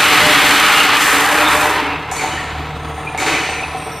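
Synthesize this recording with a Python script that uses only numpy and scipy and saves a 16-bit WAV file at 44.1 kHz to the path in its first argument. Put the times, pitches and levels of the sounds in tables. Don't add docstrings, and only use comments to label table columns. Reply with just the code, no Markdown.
import sys
import numpy as np
from scipy import signal
from scipy.fft import rfft, irfft
from scipy.io import wavfile
from scipy.ndimage import uniform_filter1d, minimum_filter1d

SR = 44100
rng = np.random.default_rng(int(sys.argv[2]) if len(sys.argv) > 2 else 0)


def wav_out(sig):
    wavfile.write(sys.argv[1], SR, np.round(np.clip(np.atleast_2d(sig).T, -1, 1) * 32767).astype(np.int16))


N = 176400
T = np.arange(N) / SR
ROTOR_HZ, KNIVES = 37.93, 2
PANEL_LOW_HZ, PANEL_HIGH_HZ, PANEL_T60_S = 739, 2756, 0.43

# time in seconds, relative level in dB.
LOAD_ENVELOPE = [(0, -14), (.4, -13.5), (.9, -16), (1.3, -14), (1.68, -13.5), (1.85, -19.5), (2.0, -27),
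                 (2.3, -31.5), (2.7, -33), (4, -36)]
BITE_ENVELOPE = [(0, -12.5), (.4, -12), (.72, -12), (.95, -16), (1.3, -19.5), (1.62, -21.5), (1.8, -21.5),
                 (2.0, -37), (2.5, -34.5), (4, -71)]
SPRAY_ENVELOPE = [(0, -24.5), (.4, -25), (.78, -25.5), (.92, -37.5), (1.04, -26), (1.45, -30),
                  (1.58, -27.5), (1.7, -30), (1.8, -40.5), (2.0, -61), (2.4, -83), (4, -88)]
STUB_ENVELOPE = [(0, -53), (1.45, -63), (1.66, -18.5), (1.8, -18.5), (1.95, -35), (2.4, -35.5), (2.8, -41),
                 (4, -70)]
HUM_ENVELOPE = [(0, -15), (.9, -23), (1.55, -12), (2.2, -2.5), (2.7, 3), (3.2, -2.5), (4, -6.5)]

# frequency in Hz, relative density in dB.
ROAR_SPECTRUM = [(30, -26), (80, -25), (160, -15), (230, -44.5), (370, -2), (680, -7.5), (800, 4),
                 (1250, 0.5), (1700, 1.5), (2600, -6.5), (5000, -29), (14000, -78)]
BITE_SPECTRUM = [(100, -38), (170, -7.5), (600, -26.5), (1100, -1), (1800, 1), (2400, 2), (3100, -2),
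                 (4300, -6.5), (5200, -14.5), (14000, -48)]
SPRAY_SPECTRUM = [(1000, -1), (4000, -0.5), (5500, -2.5), (8000, 0), (10500, -4), (14000, -6)]
STUB_SPECTRUM = [(200, -49.5), (420, 4.5), (550, -17), (760, -27), (860, 4), (1020, 7), (1150, -11),
                 (3000, -50)]
FAN_SPECTRUM = [(25, -2), (60, -5), (130, 5), (215, -2), (300, -1.5), (600, -0.5), (900, 2), (1500, -7.5),
                (2300, -12), (3800, -16), (5300, -28), (9000, -30), (11000, -39), (14000, -32)]
STRIKE_BODY_SPECTRUM = [(150, -45), (350, 3), (600, -3), (800, 5.5), (1100, 1), (1400, 1.5), (1650, -0.5),
                        (2000, 5), (2550, 3.5), (2850, -4.5), (4000, -6.5), (5000, -13.5), (14000, -39)]
STRIKE_TREBLE_SPECTRUM = [(1500, -55), (4000, -17), (5000, -4.5), (6200, 7), (8700, 3), (10000, -2),
                          (14000, -11)]

# frequency in Hz, width in Hz, lift in dB.
CAVITY_RESONANCES = [(296, 52, 18), (382, 54, -11), (447.5, 134, 9), (524, 15, -17), (603.4, 21, 24.5),
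                     (626, 35, -23), (749, 25, 7.5), (872, 20, 1.5), (1270, 42, 5.5), (1530, 14, 6.5),
                     (1717, 12, -5), (2986, 44, 6.5)]
# multiple of the turn rate, relative level in dB at no load and at full load.
HUM_HARMONICS = [(1, -51, -46), (2, -35, -27), (3, -44, -37), (4, -37, -28.5), (8, -58, -29),
                 (12, -42, -49), (16, -88, -30.5), (20, -43, -30.5)]

# frequency in Hz, relative level in dB, T60 in seconds.
STEEL_MODES = [(2200, 5, 0.08), (2560, -12, .1), (3020, -9, .1), (4050, -1, 0.08), (4400, -6, 0.08),
               (5850, -2.5, 0.07), (6640, -8, .1), (6770, -1.5, 0.15), (8400, -7, 0.11),
               (10960, -13.5, 0.07)]
KNOCK_MODES = [(458, -7, 0.076), (754.5, 1.5, 0.17), (785, -1, 0.15), (890, -7.5, 0.42), (1330, -19, 0.07)]
CHUNK_BOOM_MODES = [(157, -3, 0.12), (242, -35, 0.18), (285.2, 5, 0.25), (411, -8.5, 0.48)]
RATTLE_MODES = [(776, -7.5, 0.086), (1003, -5, .04), (1330, -7, 0.061), (1710, -3, 0.041),
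                (2120, 0.5, 0.023), (2650, -6, 0.017), (3670, -12.5, .03)]

# start in seconds, relative body, treble and ring levels in dB.
HOUSING_STRIKES = [(2.114, -30, -29.5, -54), (2.165, -39, -33.5, -27.5), (2.21, -23.5, -41, -35),
                   (2.317, -33, -60, -57), (3.176, -26, -31.5, -45), (3.2, -18.5, -30.5, -39),
                   (3.262, -15.5, -30.5, -40), (3.295, -24.5, -37, -41), (3.351, -21, -48, -47),
                   (3.489, -32, -42.5, -40)]
# start in seconds, relative level in dB.
KNOCK_HITS = [(2.119, -22.5), (2.218, -20), (2.238, -15), (2.34, -24), (2.55, -29), (2.98, -26),
              (3.052, -26), (3.147, -19), (3.225, -16), (3.49, -22), (3.583, -27), (3.625, -23),
              (3.747, -21), (3.876, -26.5)]
BOOM_HITS = [(0.269, -15.5), (0.439, -15), (0.846, -17), (1.129, -18.5), (1.531, -19), (1.823, -19)]
# start and length in seconds, start and end pitch in Hz, relative level in dB.
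SQUEAK_GLIDES = [(2.35, 0.07, 1696, 2074, -29.5), (2.957, 0.064, 1470, 2070, -41),
                 (3.046, 0.0585, 2200, 2680, -34), (3.179, 0.06, 2287, 2450, -24),
                 (3.325, 0.0592, 2110, 2510, -19.5), (3.58, 0.093, 2296, 2604, -25)]
# start and length in seconds, start pitch, end pitch and width in Hz, level in dB.
WOOD_RASPS = [(.12, 0.25, 149.8, 174, 55, -27.5), (.55, 0.35, 1393, 1144, 220, -18),
              (.75, 0.091, 2816, 2800, 110, -18), (.86, 0.19, 1260, 1220, 129, -23),
              (1.0, 0.17, 1900, 1720, 170, -19), (1.15, 0.22, 1945, 1560, 220, -23),
              (1.2, 0.24, 800, 847, 110, -26), (1.41, 0.21, 1230, 1221, 130, -21),
              (1.42, 0.092, 3470, 3680, 150, -22), (1.9, 0.054, 2690, 2755, 90, -31),
              (2.13, 0.126, 2300, 2200, 200, -30.5), (2.29, .1, 2940, 3000, 120, -35),
              (2.48, .11, 836, 1024, 69.6, -44), (2.7, .13, 3700, 3780, 100, -48),
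              (3.4, .2, 2510, 2604, 250, -29.5)]
METAL_RUBS = [(2.65, .6, 6450, 6700, 220, -55), (2.7, 0.66, 8820, 8900, 260, -50.5),
              (2.75, .5, 9900, 10020, 260, -56), (3.2, 0.4, 5800, 5980, 150, -39),
              (3.25, 0.39, 8700, 8830, 300, -45), (3.45, 0.49, 9990, 9920, 240, -48.5),
              (3.65, 0.47, 5680, 5640, 190, -46), (3.72, 0.19, 8720, 8600, 240, -41),
              (3.8, 0.32, 8700, 8800, 360, -48), (3.65, 0.53, 12000, 12100, 1000, -53)]

# frequency in Hz, T60 in seconds.
HALL_T60 = [(100, 0.88), (1000, 0.89), (2500, 1.76), (5000, 1.34), (9000, 0.81), (14000, 1.04)]


def grinding(turns, chop_db=4.5, roar_db=-3, bite_db=1, spray_db=5, crunch_db=-5):
    knife_wave = np.cos(2 * np.pi * KNIVES * turns)
    chop = from_db(chop_db * knife_wave * (-0.5 + 0.5 * drift(61)))
    roar_noise, bite_noise, spray_noise = rng.standard_normal((3, 2, N))
    surge = from_db(1.08 * drift(16.6))
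    load = envelope(LOAD_ENVELOPE)
    roar = colour(roar_noise * np.sqrt(chop), ROAR_SPECTRUM, cavity_share=1) * load * from_db(roar_db)
    splinters = grains(per_s=2500, spread_db=3.5) * chop + 1.8 * bite_noise
    bite = colour(splinters, BITE_SPECTRUM, cavity_share=0.65) * envelope(BITE_ENVELOPE)
    chips = grains(per_s=1800, spread_db=5) * chop + 1.4 * spray_noise
    spray = colour(chips, SPRAY_SPECTRUM) * envelope(SPRAY_ENVELOPE)
    spray *= from_db(spray_db + 1.5 * drift(1.7))
    crunch = panel_crunch() * load * from_db(crunch_db)
    growl = colour(rng.standard_normal((2, N)) * chop, STUB_SPECTRUM) * envelope(STUB_ENVELOPE)
    return (roar + bite * from_db(bite_db) + spray + crunch + growl) * surge


def panel_crunch(mode_count=48, hits_per_mode=28, spread_db=4):
    modes_hz = np.geomspace(PANEL_LOW_HZ, PANEL_HIGH_HZ, mode_count)
    out = 0
    for hz in modes_hz * rng.uniform(0.98, 1.02, mode_count):
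        times_s = rng.random(hits_per_mode) * T[-1]
        levels_db = spread_db * np.minimum(rng.exponential(1, hits_per_mode), 3)
        out += ring(clicks(times_s, levels_db), hz, PANEL_T60_S)
    return rms_one(out)


def rotor_hum(turns, waver_db=3, wander_rad=0.092):
    load = envelope(LOAD_ENVELOPE)
    load /= load.max()
    hum = 0
    for order, idle_db, loaded_db in HUM_HARMONICS:
        gain = from_db(idle_db + load * (loaded_db - idle_db) + waver_db * drift(10))
        if order <= 2 * KNIVES:
            gain *= envelope(HUM_ENVELOPE)
        angle_rad = 2 * np.pi * turns + wander_rad * drift(12.3)
        hum += gain * np.sqrt(2) * np.sin(order * angle_rad)
    return hum


def fan_air(level_db=-29.5, flutter_db=2.16):
    rush = dense_modes(rng.standard_normal((2, N)), ripple_db=7)
    return colour(rush, FAN_SPECTRUM, cavity_share=0.4) * from_db(level_db + flutter_db * drift(39))


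def clatter(crack_gain=0.075, crack_s=0.0067, ring_trim_db=-1):
    times_s, body_db, treble_db, ring_db = np.transpose(HOUSING_STRIKES)
    attack = 1 + crack_gain * np.exp(-T[:2 * SR] / crack_s)
    ringing = struck(times_s, ring_db + ring_trim_db, split_modes(STEEL_MODES), scatter_db=9)
    out = in_hall(ringing, direct_gain=0.28)
    for levels_db, spectrum in ((body_db, STRIKE_BODY_SPECTRUM), (treble_db, STRIKE_TREBLE_SPECTRUM)):
        noise = dense_modes(rng.standard_normal((2, 2 * SR)), ripple_db=4)
        wash = hall_tail(colour(noise, spectrum, cavity_share=0.83))
        out += convolve(clicks(times_s, levels_db), attack * wash)
    return out


def knocks_and_booms(trim_db=-8, band_hz=(230, 1600)):
    knocks = struck(*np.transpose(KNOCK_HITS), KNOCK_MODES, scatter_db=3)
    booms = struck(*np.transpose(BOOM_HITS), CHUNK_BOOM_MODES, scatter_db=2)
    bandpass = signal.butter(2, band_hz, "band", fs=SR, output="sos")
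    return in_hall(signal.sosfilt(bandpass, (knocks + booms) * from_db(trim_db)), direct_gain=1.83)


def squeaks(pitch_jitter=0.0263, rough_db=6.5):
    out = 0
    for start_s, length_s, start_hz, end_hz, db in SQUEAK_GLIDES:
        progress = np.clip((T - start_s) / length_s, 0, 1)
        hz = (start_hz + (end_hz - start_hz) * progress) * (1 + pitch_jitter * drift(134))
        gain = from_db(db + rough_db * drift(62)) * np.sin(np.pi * progress)
        out += gain * np.sin(2 * np.pi * np.cumsum(hz) / SR)
    return 0.62 * in_hall(out, direct_gain=1.8)


def scrapes(rows, pitch_waver, judder_db, direct_gain):
    judder = from_db(judder_db * drift(27))
    waver = 1 + pitch_waver * drift(11.37)
    out = 0
    for start_s, length_s, start_hz, end_hz, width_hz, db in rows:
        progress = np.clip((T - start_s) / length_s, 0, 1)
        hz = (start_hz + (end_hz - start_hz) * progress) * waver
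        phase_rad = 2 * np.pi * np.cumsum(hz) / SR
        friction = drift(width_hz) * np.cos(phase_rad) + drift(width_hz) * np.sin(phase_rad)
        out += from_db(db) * np.sin(np.pi * progress) * friction
    return rms_one(in_hall(out * judder, direct_gain)) * np.std(out)


def chip_rattle(start_s=1.6, count=34, base_db=-31, spread_db=5):
    times_s = start_s + rng.random(count) * (T[-1] - start_s)
    levels_db = base_db + spread_db * np.minimum(rng.exponential(1, count), 2.5)
    return in_hall(struck(times_s, levels_db, RATTLE_MODES, scatter_db=5), direct_gain=0.65)


def struck(times_s, levels_db, modes, scatter_db):
    out = 0
    for hz, mode_db, t60_s in modes:
        hits_db = levels_db + mode_db + scatter_db * rng.standard_normal(len(times_s))
        out += ring(clicks(times_s, hits_db), hz, t60_s)
    return out


def ring(x, hz, t60_s):
    radius, step_rad = from_db(-60 / (t60_s * SR)), 2 * np.pi * hz / SR
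    return signal.lfilter([0, np.sin(step_rad)], [1, -2 * radius * np.cos(step_rad), radius ** 2],
                          x + 1e-18)


def split_modes(modes, count=5, split_hz=85, share_db=-7):
    return [(hz + split_hz * offset, db + share_db, t60_s)
            for hz, db, t60_s in modes
            for offset in np.linspace(-1, 1, count) + rng.uniform(-0.12, 0.6, count)]


def dense_modes(noise, ripple_db, spacing_hz=28):
    hz = np.fft.rfftfreq(noise.shape[-1], 1 / SR)
    heights = np.clip(rng.standard_normal(2000), -2, 1.5)
    ripple = np.interp(hz / spacing_hz, np.arange(2000), heights)
    depth = np.clip(hz / PANEL_LOW_HZ - 0.5, 0, 1)
    return irfft(rfft(noise) * from_db(ripple_db * ripple * depth), noise.shape[-1])


def colour(noise, spectrum, cavity_share=0):
    hz = np.fft.rfftfreq(noise.shape[-1], 1 / SR)
    cavity_db = sum(lift_db / (1 + (2 * (hz - centre_hz) / width_hz) ** 2)
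                    for centre_hz, width_hz, lift_db in CAVITY_RESONANCES)
    gain = from_db(at_hz(spectrum, hz) + cavity_share * cavity_db)
    return rms_one(irfft(rfft(noise) * gain, noise.shape[-1]))


def in_hall(source, direct_gain):
    tail = hall_tail(rng.standard_normal((2, 2 * SR)))
    tail /= np.sqrt(np.sum(tail[0] ** 2))
    return direct_gain * source * [[1], [0]] + convolve(source, tail)


def hall_tail(noise):
    n = noise.shape[-1]
    hz, spectrum = np.fft.rfftfreq(n, 1 / SR), rfft(noise)
    out = 0
    for low_hz in 40 * 2 ** np.arange(9):
        octave = irfft(spectrum * (hz >= low_hz) * (hz < 2 * low_hz), n)
        out += octave * from_db(-60 * T[:n] / at_hz(HALL_T60, low_hz * np.sqrt(2)))
    return out


def convolve(x, response):
    return signal.fftconvolve(np.atleast_2d(x), response, axes=1)[:, :N]


def grains(per_s, spread_db):
    sizes = from_db(spread_db * np.minimum(rng.exponential(1, (2, N)), 4))
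    hits = rng.random((2, N)) < per_s / SR
    return rms_one(hits * sizes * rng.choice([-1, 1], (2, N)))


def clicks(times_s, levels_db):
    out = np.zeros(N)
    out[(times_s * SR).astype(int)] = from_db(levels_db)
    return out


def drift(corner_hz, hop=20):
    hz = np.fft.rfftfreq(N // hop, hop / SR)
    spectrum = rfft(rng.standard_normal(N // hop)) * (hz > 0) / (1 + (hz / corner_hz) ** 2)
    return np.interp(T, T[::hop], rms_one(irfft(spectrum, N // hop)))


def envelope(rows):
    return from_db(np.interp(T, *np.transpose(rows)))


def at_hz(rows, hz):
    row_hz, values = np.transpose(rows)
    return np.interp(np.log(hz + 1), np.log(row_hz), values)


def from_db(db):
    return 10 ** (np.asarray(db) / 20)


def rms_one(x):
    return x / np.sqrt(np.mean(x ** 2) + 1e-20)


def scene(speed_wander=0.0039, width=0.72, wide_above_hz=5600):
    turns = np.cumsum(ROTOR_HZ * (1 + speed_wander * drift(1.98))) / SR
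    rasps = scrapes(WOOD_RASPS, pitch_waver=0.01014, judder_db=1.8, direct_gain=2.25)
    rubs = scrapes(METAL_RUBS, pitch_waver=0.0039, judder_db=3, direct_gain=1)
    machine = grinding(turns) + rotor_hum(turns) + fan_air()
    mid, side = machine + clatter() + knocks_and_booms() + squeaks() + chip_rattle() + rasps + rubs
    highpass = signal.ellip(8, 0.5, 80, wide_above_hz, "high", fs=SR, output="sos")
    side = width * signal.sosfilt(highpass, side)
    return np.array([mid + side, mid - side])


def record(dry, rumble_hz=18, ceiling=0.95, limiter_samples=121, cutoff_hz=14400):
    x = signal.sosfilt(signal.butter(2, rumble_hz, "high", fs=SR, output="sos"), dry)
    gain = np.minimum(1, ceiling / (np.abs(x).max(axis=0) + 1e-9))
    x *= uniform_filter1d(minimum_filter1d(gain, limiter_samples), limiter_samples)
    return signal.sosfiltfilt(signal.ellip(12, 0.05, 60, cutoff_hz, fs=SR, output="sos"), x)


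dry = scene()
out = record(dry)
wav_out(out)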